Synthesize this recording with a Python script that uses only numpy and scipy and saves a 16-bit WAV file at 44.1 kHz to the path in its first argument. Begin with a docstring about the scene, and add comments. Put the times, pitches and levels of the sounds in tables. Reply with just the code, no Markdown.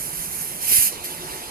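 """A factory yard: hot metal sizzles in a quench tank, heard through two microphone ports open to the wind.
The sizzle is tiny bubble pops on steam noise, swelling and sinking, with one strong surge and a short spit after it.
A furnace burner drones behind as noise through a ringing drum, with a throbbing hum; low rumble and soft
pushes are the wind. The steel tank grinds as it is dragged, takes two knocks, and some of its walls sing.
The right port hears all but the deep bass first; each port rings at its own treble pitch."""
import sys
import numpy as np
from scipy import signal
from scipy.fft import rfft, irfft, next_fast_len
from scipy.io import wavfile
from scipy.ndimage import uniform_filter1d, map_coordinates

SR = 44100
rng = np.random.default_rng(int(sys.argv[2]) if len(sys.argv) > 2 else 0)


def wav_out(sig):
    """Save sig, one row per channel (or a flat mono array), as 16-bit PCM at SR to the path in sys.argv[1]."""
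    wavfile.write(sys.argv[1], SR, np.round(np.clip(np.atleast_2d(sig).T, -1, 1) * 32767).astype(np.int16))


N = 66150
T = np.arange(N) / SR  # s


def amp(db):
    """Gain of a level in dB."""
    return 10 ** (np.asarray(db) / 20)


def unit(x):
    """Scaled to rms 1, over both channels together."""
    return x / np.sqrt(np.mean(x ** 2) + 1e-20)


def along(points, hz):
    """Value at each frequency, from (Hz, value) points joined on a log axis."""
    f, v = np.transpose(points)
    return np.interp(np.log(hz + 1), np.log(f + 1), v)


def curve(rows):
    """One value per sample, from (s, value) rows joined by straight lines."""
    return np.interp(T, *np.transpose(rows))


def wobble(rate):
    """A smooth random curve through `rate` random knots a second."""
    knots = rng.standard_normal(int(N * rate / SR) + 4)
    return map_coordinates(knots, [T * rate])


def filtered(x, response):
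    """x through a filter given as a complex response of frequency."""
    m = next_fast_len(N + 8192)  # padded so that ringing does not wrap round
    return irfft(rfft(x, m) * response(np.fft.rfftfreq(m, 1 / SR)), m)[..., :N]


def bumps(hz, peaks):
    """Gain of resonances: a raised peak at each (Hz, width Hz, dB)."""
    return amp(sum(db / (1 + (2 * (hz - centre) / width) ** 2) for centre, width, db in peaks))


def spread(pair, spectrum, alike):
    """Two raw streams to coloured stereo of rms 1: left takes a share of right's stream."""
    def shares(hz):
        share = np.clip(along(alike, hz), 0, 1)
        return np.array([share, np.sqrt(1 - share ** 2)])

    same, own = filtered(pair, shares)
    stereo = np.array([same + own, pair[0]])
    return unit(filtered(stereo, lambda hz: amp(along(spectrum, hz))))


def patchy(patchy_db):
    """Two white noises under one field of random gain patches in time and frequency."""
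    z = signal.stft(rng.standard_normal((2, N)), nperseg=512)[2]
    field = uniform_filter1d(rng.standard_normal(z.shape[1:]), size=6, axis=0)
    field = uniform_filter1d(field, size=8, axis=1)
    noise = signal.istft(z * amp(patchy_db * unit(field)), nperseg=512)[1]
    return unit(noise[:, :N])


# Wind over the ports, as the right one takes it. Each row: time in seconds, level in dB before the lumps.
WIND_LEVEL = [(0, -48), (.2, -46.5), (.4, -50.5), (.8, -48), (.87, -52.5), (1.2, -51), (1.33, -48.5),
              (1.5, -53)]
# Colour of the wind rumble. Each row: frequency in Hz, level in dB per Hz.
RUMBLE_COLOUR = [(20, -14), (60, -0.5), (130, -8), (400, -15), (900, -54)]
# Soft pushes on the ports. Each row: centre in seconds, peak in dB at the right port, pitch in Hz.
WIND_PUSHES = [(.198, -36, 55), (.29, -40, 70), (.738, -31, 80), (.7905, -25.5, 90), (1.02, -38, 81)]
WIND_LEFT_DB, PUSH_LEFT_DB = -5.5, -12  # left port against right
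WIND_LUMPS_DB = 3
PUSH_CYCLES = .45  # half length of a push, in cycles of its pitch


def wind():
    """Lumpy low rumble, stronger on the right port, with soft pushes: short bell-shaped bursts of a low tone."""
    pushes = 0
    for centre, db, hz in WIND_PUSHES:
        cycles = (T - centre) * hz
        pushes = pushes + amp(db) * np.exp(-(cycles / PUSH_CYCLES) ** 2) * np.cos(2 * np.pi * cycles)
    lumps = WIND_LUMPS_DB * np.array([wobble(13.8), wobble(14.8)])
    rumble = spread(patchy(patchy_db=0.5), RUMBLE_COLOUR, [(50, 0.74)])
    rumble = amp(curve(WIND_LEVEL) + lumps) * rumble
    return rumble * amp([[WIND_LEFT_DB], [0]]) + pushes * amp([[PUSH_LEFT_DB], [0]])


# Colour of the burner noise before the drum. Each row: frequency in Hz, level in dB per Hz.
FLAME_COLOUR = [(40, -11), (100, -4), (170, -4.5), (300, -9), (600, -7), (1200, -7), (2500, -13),
                (5000, -26.5), (9000, -20)]
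# Resonances of the furnace drum. Each row: frequency in Hz, width in Hz, height in dB.
FURNACE_DRUM = [(166, 94, 4.5), (245, 79, 9.5)]
# How alike the two ports hear the drone and the grinding. Each row: frequency in Hz, likeness from 0 to 1.
DRONE_LIKENESS = [(60, 0.79), (300, 0.94), (900, 0.24), (3000, 0.95), (9000, 0.051)]
# Low throbbing hum. Each row: time in seconds, level in dB.
HUM_LEVEL = [(0, -52), (.07, -48), (.3, -48.5), (.36, -55), (.43, -48), (.55, -60), (1.1, -60), (1.18, -50),
             (1.27, -51), (1.35, -58), (1.5, -54)]
BURNER_DB = -45.5
HUM_HZ, THROBS_PER_S, THROB_PEAK_S = 161, 14.2, .21


def burner():
    """Steady flame noise through the ringing furnace drum, with a low hum that swells regularly."""
    roar = spread(patchy(patchy_db=2.0), FLAME_COLOUR, DRONE_LIKENESS)
    roar = unit(filtered(roar, lambda hz: bumps(hz, FURNACE_DRUM)))
    swell = np.cos(np.pi * THROBS_PER_S * (T - THROB_PEAK_S)) ** 2
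    hum = swell * np.sin(2 * np.pi * HUM_HZ * T + wobble(13))  # phase wanders, in radians
    return amp(BURNER_DB) * roar + amp(curve(HUM_LEVEL)) * unit(hum)


# The tank dragged on the floor. Each row: time in seconds, level in dB.
DRAG_LEVEL = [(.66, -42), (.72, -41), (.76, -57), (.87, -44.5), (.93, -38), (1.02, -38.5), (1.1, -37.5),
              (1.2, -37.5), (1.34, -35.5), (1.42, -37), (1.5, -37.5)]
# Colour of the grinding before the walls ring. Each row: frequency in Hz, level in dB per Hz.
GRIND_COLOUR = [(150, -35), (300, -3), (500, -5.5), (1000, -8), (1400, -10), (2500, -7), (4000, -8.5),
                (7000, -13), (10500, -17.5), (14000, -41)]
# Resonances of the tank walls. Each row: frequency in Hz, width in Hz, height in dB.
TANK_WALLS = [(310, 30, 2), (358, 24, 9), (430, 30, 5), (478, 30, 3), (620, 40, 5), (720, 30, 5),
              (868, 40, 4), (942, 35, 4)]
# Nudges to the tank. 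Each row: start in seconds, peak in dB.
TANK_KNOCKS = [(.711, -33), (.72, -28)]
# Walls that sing while the tank slides. Each row: frequency in Hz, relative level in dB.
SINGING_WALLS = [(358, -2), (868, 0), (942, -6)]
# Level of the whole song. Each row: time in seconds, level in dB.
SONG_LEVEL = [(1.05, -70), (1.09, -58), (1.115, -48), (1.2, -50), (1.25, -49), (1.35, -51), (1.4, -58),
              (1.45, -58), (1.49, -50)]
KNOCK_HZ, KNOCK_T60_S = 390, .045
SING_WANDER_HZ, SING_WAVER_DB = 9, 2.5


def tank():
    """The dragged steel tank: grinding noise rings in its walls, knocks are dying tones, some walls sing."""
    grind = spread(patchy(patchy_db=2.5), GRIND_COLOUR, DRONE_LIKENESS)
    grind = unit(filtered(grind, lambda hz: bumps(hz, TANK_WALLS)))
    knocks = 0
    for start, db in TANK_KNOCKS:
        since = np.clip(T - start, 0, None)
        knocks = knocks + amp(db - 60 * since / KNOCK_T60_S) * np.sin(2 * np.pi * KNOCK_HZ * since)
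    song = 0
    for hz, db in SINGING_WALLS:
        loudness = amp(db + SING_WAVER_DB * wobble(25.07))
        pitch = hz + SING_WANDER_HZ * wobble(29.98)
        tone = np.sqrt(2) * np.sin(2 * np.pi * np.cumsum(pitch) / SR)  # rms 1
        song = song + loudness * tone
    return amp(curve(DRAG_LEVEL)) * grind + knocks + amp(curve(SONG_LEVEL)) * song


# How alike the two ports hear the hiss. Each row: frequency in Hz, likeness from 0 to 1.
HISS_LIKENESS = [(500, 0.9), (1300, 0.74), (2300, 0.77), (2900, 0.78), (3500, 1), (4300, 0.61),
                 (9000, 0.09), (14000, 0.12)]
POPS_PER_S, POP_SHARE = 3000, 0.25  # pops in each stream; their share of its power, before the flutter
PATCHY_DB, FLUTTER_DB = 1.9, .5


def bubbling(spectrum):
    """Dense tiny bubble pops, equally strong and of random sign, on patchy steam noise, fluttering fast."""
    hit = rng.random((2, N)) < POPS_PER_S / SR
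    pops = unit(hit * rng.choice([-1, 1], size=(2, N)))
    raw = np.sqrt(POP_SHARE) * pops + np.sqrt(1 - POP_SHARE) * patchy(PATCHY_DB)
    flutter = amp(FLUTTER_DB * (wobble(26.24) + wobble(300)))
    return spread(raw * flutter, spectrum, HISS_LIKENESS)


# The fine sizzle in the tank. Each row: time in seconds, level in dB.
SIZZLE_LEVEL = [(0, -31), (.04, -31.5), (.11, -34), (.17, -32.5), (.25, -30.5), (.295, -33.5), (.34, -31),
                (.42, -29.5), (.5, -34), (.6, -36), (.9, -34.5), (.99, -45), (1.1, -37), (1.2, -41),
                (1.34, -39), (1.5, -43.5)]
# Colour of the sizzle. Each row: frequency in Hz, level in dB per Hz.
SIZZLE_COLOUR = [(600, -17), (1400, -9), (2400, -10), (3600, -18.5), (5200, -9), (6200, -5), (8500, -6),
                 (11000, -2.5), (14500, -4)]
# The strong surge of steam. Each row: time in seconds, jet level in dB before the dulling.
SURGE_LEVEL = [(.58, -66), (.61, -38), (.626, -29), (.668, -26.5), (.682, -22), (.71, -20), (.722, -16.5),
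               (.765, -15), (.79, -17), (.83, -16.5), (.86, -20), (.885, -24.5), (.905, -36.5), (.93, -45),
               (.97, -73)]
# Spits of steam. Each row: start in seconds, jet level in dB before the dulling, left over right in dB.
STEAM_SPITS = [(1.036, -31.5, 6.5)]
# Colour of the jet at full blast, for surge and spit. Each row: frequency in Hz, level in dB per Hz.
STEAM_COLOUR = [(500, -20.5), (1300, -17), (2500, -7.5), (3600, -11.5), (5000, -7.5), (8000, -5.5),
                (10500, -3.5), (12500, 0), (14500, -2.5)]
SPIT_ATTACK_S, SPIT_HOLD_S, SPIT_T60_S = .007, .024, .13  # hold counts from the start of the spit
FULL_DB, DULL_HZ = -17.5, 6760  # jet level of full blast; a weaker jet is duller
DULL_GAIN = 0.44  # dB gained under DULL_HZ per dB below full blast


def quench():
    """Bubbling sizzle; the surge and the spit share one jet of steam that is duller when weaker."""
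    sizzle = amp(curve(SIZZLE_LEVEL)) * bubbling(SIZZLE_COLOUR)
    blast = amp(curve(SURGE_LEVEL))
    for start, db, pan_db in STEAM_SPITS:
        sides_db = np.array([[pan_db], [-pan_db]]) / 2
        decay_db = 60 * np.clip(T - start - SPIT_HOLD_S, 0, None) / SPIT_T60_S
        attack = np.clip((T - start) / SPIT_ATTACK_S, 0, 1)
        blast = blast + amp(db + sides_db - decay_db) * attack
    jet = bubbling(STEAM_COLOUR)
    low = filtered(jet, lambda hz: 1 / (1 + (hz / DULL_HZ) ** 6))
    low_gain = (amp(FULL_DB) / blast) ** DULL_GAIN
    return sizzle + blast * (jet - low + low * low_gain)


# Phase advance of the left port, set against its lag. Each row: frequency in Hz, advance in radians.
LEFT_ADVANCE = [(60, 0.75), (300, 0.39), (800, 0.78), (1500, 0.15)]
LEFT_LAG_S = 19 / SR


def scene():
    """All sources together; the left port hears them a little later, but ahead in the deep bass."""
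    def arrival(hz):
        left_phase = along(LEFT_ADVANCE, hz) - 2 * np.pi * hz * LEFT_LAG_S
        return np.array([np.exp(1j * left_phase), np.ones(len(hz))])

    return filtered(wind() + burner() + tank() + quench(), arrival)


# Treble ringing of the microphone ports, left then right. Each row: frequency in Hz, width in Hz, height in dB.
PORT_RINGING = [(12300, 1800, 3.5), (10570, 3380, 12)]
TOP_HZ = 14260  # band limit
CEILING, KNEE = .95, 4  # full-scale limit of the peaks; a higher knee bends later and harder


def record(dry):
    """Each port rings in the treble; the tallest peaks are rounded off; nothing passes above the band limit."""
    x = filtered(dry, lambda hz: np.array([bumps(hz, [port]) for port in PORT_RINGING]) * (hz < TOP_HZ))
    rounded = x / (1 + np.abs(x / CEILING) ** KNEE) ** (1 / KNEE)
    return filtered(rounded, lambda hz: hz < TOP_HZ)


dry = scene()
out = record(dry)
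wav_out(out)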